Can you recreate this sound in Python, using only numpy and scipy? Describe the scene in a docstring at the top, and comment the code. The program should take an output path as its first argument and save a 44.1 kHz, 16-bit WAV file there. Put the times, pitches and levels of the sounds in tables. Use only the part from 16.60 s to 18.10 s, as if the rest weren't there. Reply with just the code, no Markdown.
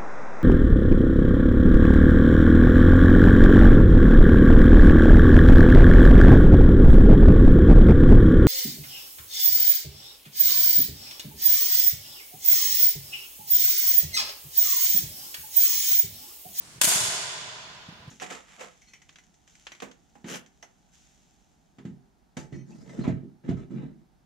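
"""Two steel practice swords meet once in a large sports hall. First come faint room noise, a thin hiss
that soon fades, and soft footfalls. At 0.2 s the blades hit with a hard crack and a short, bright chatter.
The walls and roof slap back, then the ringing of the steel spreads into a long wash that dies away,
treble first. Under it the fencers' feet go on thudding on the sprung floor."""
import sys
import numpy as np
from scipy import signal
from scipy.fft import rfft, irfft
from scipy.io import wavfile
from scipy.ndimage import uniform_filter1d

SR = 44100
rng = np.random.default_rng(int(sys.argv[2]) if len(sys.argv) > 2 else 0)


def transcribe(u):
    """Save the signal u as a 16-bit wav file named by the first command-line argument.

    u: samples, shape (n,) or (channels, n), limited to [-1, 1]; the rate is SR.
    q: integer samples, one column per channel.
    """
    v = np.clip(np.atleast_2d(u).T, -1, 1)
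    q = np.round(v * 32767).astype(np.int16)
    wavfile.write(sys.argv[1], SR, q)


N = 66150
TIME = np.arange(N) / SR
FREQS = np.maximum(np.arange(N // 2 + 1) * SR / N, 1)
STRIKE_S, CONTACT_ATTACK_S, SLAP_ATTACK_S = 0.215, 0.00077, 0.0015
CUTOFF_HZ = 16000

# reverb time of the hall: (frequency [Hz], T60 [s])
HALL_DECAY = [(120, 1.36), (400, 2.3), (700, 2.92), (1000, 3), (2000, 2.54), (3500, 2.51), (5500, 1.82),
              (8000, 1.2), (11000, 0.82), (15000, 0.37)]
# stereo image of the hall, narrow lows and wide highs: (frequency [Hz], left-right correlation [-1..1])
HALL_CORRELATION = [(40, 0.5), (120, 0.74), (350, 0.86), (700, 0.67), (1400, -0.1), (3000, 0), (12000, 0)]
# lean of the stereo image: (frequency [Hz], left over right [dB])
STEREO_BALANCE = [(100, -1.7), (1500, -2), (3000, -2.6), (6000, -.5), (10000, 2)]


def from_db(db):
    """Decibels to gain."""
    return 10 ** (np.asarray(db) / 20)


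def at_hz(points, hz):
    """Read a table on a log-frequency axis."""
    freqs, values = np.array(points).T
    return np.interp(np.log(hz), np.log(freqs), values)


def pan(db):
    """Left and right gains; positive dB leans left."""
    return from_db(np.array([[db], [-db]]) / 2)


def burst(start, attack, fall):
    """Percussive envelope; attack and fall are time constants in seconds."""
    age = np.maximum(TIME - start, 0)
    return (1 - np.exp(-age / attack)) * np.exp(-age / fall)


def noise(colour, eq_db=0, correlation=HALL_CORRELATION):
    """Coloured mid/side stereo noise at unit rms."""
    mid, side = rfft(rng.standard_normal((2, N)))
    alike = np.clip(at_hz(correlation, FREQS), -1, 1)
    signs = np.array([[1], [-1]])
    stereo = np.sqrt(1 + alike) * mid + np.sqrt(1 - alike) * side * signs
    db = at_hz(colour, FREQS) + eq_db + signs * at_hz(STEREO_BALANCE, FREQS) / 2
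    x = irfft(from_db(db) * stereo, N)
    return x / x.std()


def blade_clash(steel_db):
    """Steel hits steel and chatters: six contacts within 40 ms."""
    # blade on blade: (time [s], level [dB], fall [s], left over right [dB], tilt [dB/octave])
    contacts = [(.2122, -16.5, 0.012, -4.5, -1), (.2146, -9.5, 0.0044, 11, -0.1),
                (.2200, -24.5, 0.069, 9, 2), (.2342, -19, .014, 0.5, 0.9), (.2418, -16, 0.023, -1, 2.5),
                (.2505, -19, 0.0068, 10.5, -1)]
    # narrower image of the direct sound: (frequency [Hz], left-right correlation [-1..1])
    direct_correlation = [(500, 0.97), (1500, .55), (3500, 0.22), (8000, .1)]
    return cracks(contacts, 0, CONTACT_ATTACK_S, steel_db, direct_correlation)


def blade_resonance():
    """The ring of the two blades as an EQ curve in dB, one bell per cluster of close modes."""
    # mode clusters: (frequency [Hz], gain [dB], width [Hz])
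    blade_modes = [(462, 5.5, 33), (613, 8.5, 63), (692, 5.5, 69), (875, 5.5, 50), (999, 8, 88),
                   (1428, 5.5, 74), (1578, 6, 220), (1848, 5.5, 60), (2028, 5.5, 39), (2194, 3.5, 60),
                   (2984, 4, 84), (3480, 4.5, 210), (4230, 5, 55), (4480, 4, 160), (4710, 8, 39),
                   (4980, 4, 81), (5366, 7, 100), (5780, 3, 52), (6400, 4.5, 90), (6700, 3.5, 150),
                   (7270, 4, 84), (8380, 6.5, 98), (8775, 4.5, 150), (9320, 4.5, 240), (9770, 4.5, 110),
                   (10270, 9, 110), (11630, 3, 360), (12750, -3, 170)]
    return sum(db * np.exp(-np.log(16) * ((FREQS - hz) / width) ** 2) for hz, db, width in blade_modes)


def cracks(hits, start, attack, steel_db, correlation):
    """Each blow or slap is a dense, fast-dying burst of steel modes."""
    # tone of the crack: (frequency [Hz], level [dB])
    crack_colour = [(50, -50.5), (200, -15), (450, -12.5), (700, -6), (1500, -4), (3000, 1.5), (4800, -2.5),
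                    (7200, 5), (9500, 0), (12500, -4.5), (16000, -15)]
    octaves = np.log2(np.maximum(FREQS / 500, 1))  # the tilt acts above 500 Hz
    out = 0
    for delay, db, fall, pan_db, tilt_db in hits:
        steel = noise(crack_colour, steel_db + tilt_db * octaves, correlation)
        out = out + from_db(db) * pan(pan_db) * burst(start + delay, attack, fall) * steel
    return out


def wall_slaps(steel_db):
    """The right-hand wall and the roof throw the crack back."""
    # early reflections: (delay [s], level [dB], fall [s], left over right [dB], tilt [dB/octave])
    slaps = [(.059, -23.5, 0.012, 0, -4.5), (.069, -20, .009, -7, 1.5), (.098, -24, 0.017, -6, -2.5)]
    return cracks(slaps, STRIKE_S, SLAP_ATTACK_S, steel_db, HALL_CORRELATION)


def ringing_wash(steel_db, level_db=-18, predelay_s=0.053, grain_db=0.5, grain_s=0.0054):
    """The blades' ringing fills the hall, its echoes arriving in uneven clumps."""
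    # tone of the clash once it has spread: (frequency [Hz], level [dB])
    wash_colour = [(50, -39), (150, -18.5), (300, -13.5), (390, -2.5), (530, -11), (700, -6), (1000, -4),
                   (1250, -2.5), (1600, -4.5), (2400, -1.5), (3400, 0), (4400, -1.5), (5800, 1.5),
                   (7000, 7), (8000, 5), (9200, 3), (11000, -1), (13000, -0.5), (16000, -17)]
    swing = uniform_filter1d(rng.standard_normal(N), size=int(grain_s * SR))
    clumps = from_db(grain_db * swing / swing.std())
    return from_db(level_db) * clumps * hall_tail(noise(wash_colour, steel_db), STRIKE_S + predelay_s)


def hall_tail(sound, start, bands=28, build_s=0.02):
    """Diffuse reverb builds up, then dies band by band at the hall's rate."""
    spectrum = rfft(sound)
    age = np.maximum(TIME - start, 0)
    centres = np.linspace(np.sqrt(100), np.sqrt(CUTOFF_HZ), bands) ** 2
    out = 0
    for hz, share in zip(centres, np.eye(bands)):
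        band = irfft(spectrum * np.interp(FREQS, centres, share), N)
        out = out + band * from_db(-60 * age / at_hz(HALL_DECAY, hz))
    return out * np.sqrt(1 - np.exp(-age / build_s))


def singing_steel(level_db=-40, waver_hz=2.4):
    """Narrow steel tones waver as their reflections mix, and die with the hall."""
    # single modes that stand out of the clusters: (frequency [Hz])
    singing_modes = [4748, 6465, 6776, 6821, 6880, 7282, 8427, 8663, 8777, 9301, 9510, 9770, 10180, 10220]
    out = 0
    for hz in singing_modes:
        waver = uniform_filter1d(rng.standard_normal((2, N)), size=1500)
        cycles = np.cumsum(hz + waver_hz * waver / waver.std(), axis=1) / SR + rng.random((2, 1))
        fall = at_hz(HALL_DECAY, hz) / np.log(1000)
        out = out + np.sin(2 * np.pi * cycles) * burst(STRIKE_S, SLAP_ATTACK_S, fall)
    return from_db(level_db) * out


def footsteps(hall_response, sag=0.9, sag_s=0.0016, reverb_db=-9):
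    """Each sole taps and sets the sprung floor thudding for a few cycles, sagging in pitch."""
    # footfalls: (time [s], level [dB], settled pitch [Hz], T60 [s], tap offset [dB])
    steps = [(0.157, -43.5, 138, .06, -14), (.181, -43.5, 124, 0.028, -8), (0.2422, -43, 135, .04, 10.5),
             (0.2723, -28.5, 150, 0.035, -8), (.356, -29.5, 147, 0.037, -13),
             (.408, -36.5, 125, 0.064, -1.5), (.432, -43, 113, 0.12, -18), (0.444, -42.5, 113, 0.079, -11),
             (0.483, -34.5, 126, 0.037, -14), (0.497, -39, 129, 0.027, -20), (.700, -57, 140, 0.07, -19),
             (.818, -46, 138, .06, -9), (0.879, -48, 128, 0.068, -19), (1.099, -47.5, 182, .03, -18),
             (1.2865, -32, 149, 0.039, -15.5), (1.324, -43.5, 210, 0.029, -6),
             (1.401, -46.5, 110, 0.053, -9), (1.4772, -36.5, 128, 0.066, -10)]
    # tone of the sole's tap: (frequency [Hz], level [dB])
    sole_colour = [(40, -12), (150, -6.5), (350, 0.5), (900, -15.5), (3000, -17), (9000, -26.5),
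                   (16000, -45)]
    thuds, taps = 0, 0
    for start, db, hz, t60, tap_db in steps:
        age = np.maximum(TIME - start, 0)
        cycles = hz * (age + sag * sag_s * (1 - np.exp(-age / sag_s)))
        envelope = burst(start, attack=0.0023, fall=t60 / np.log(1000))
        thuds = thuds + 2 * from_db(db) * np.sin(2 * np.pi * cycles) * envelope
        taps = taps + from_db(db + tap_db) * burst(start, CONTACT_ATTACK_S, fall=0.0086)
    reverb = signal.fftconvolve(thuds[None], hall_response, axes=1)[:, :N]
    reverb /= np.sqrt(np.sum(hall_response ** 2) / 2)
    bass_pan = pan(STEREO_BALANCE[0][1])
    return thuds * bass_pan + taps * noise(sole_colour) + from_db(reverb_db) * reverb


def room_tone(rumble_db=-54, hiss_db=-51, fade_start_s=0.13, fade_db_per_s=35):
    """A steady low rumble, and a faint bright hiss that hangs in the hall and then fades."""
    # tone of the rumble: (frequency [Hz], level [dB])
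    rumble_colour = [(25, -19), (60, -9.5), (140, 0), (260, -12), (600, -14.5), (1500, -12.5),
                     (4000, -18.5), (9000, -34), (15000, -39.5)]
    # tone of the hiss: (frequency [Hz], level [dB])
    hiss_colour = [(500, -9), (1500, -11.5), (3000, -8.5), (5500, -3), (8500, -4.5), (11000, -12),
                   (15000, -24.5)]
    fade_db = fade_db_per_s * np.maximum(TIME - fade_start_s, 0)
    return from_db(rumble_db) * noise(rumble_colour) + from_db(hiss_db - fade_db) * noise(hiss_colour)


def scene():
    """The clash and the footwork share one hall."""
    hall_response = hall_tail(noise([(100, 0), (CUTOFF_HZ, 0)]), start=0)  # from white noise
    steel_db = blade_resonance()
    swords = blade_clash(steel_db) + wall_slaps(steel_db) + ringing_wash(steel_db) + singing_steel()
    return swords + footsteps(hall_response) + room_tone()


def record(dry):
    """A steep low-pass trims the very top."""
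    return signal.sosfilt(signal.ellip(10, .1, 80, CUTOFF_HZ, fs=SR, output="sos"), dry)


dry = scene()
out = record(dry)
transcribe(out)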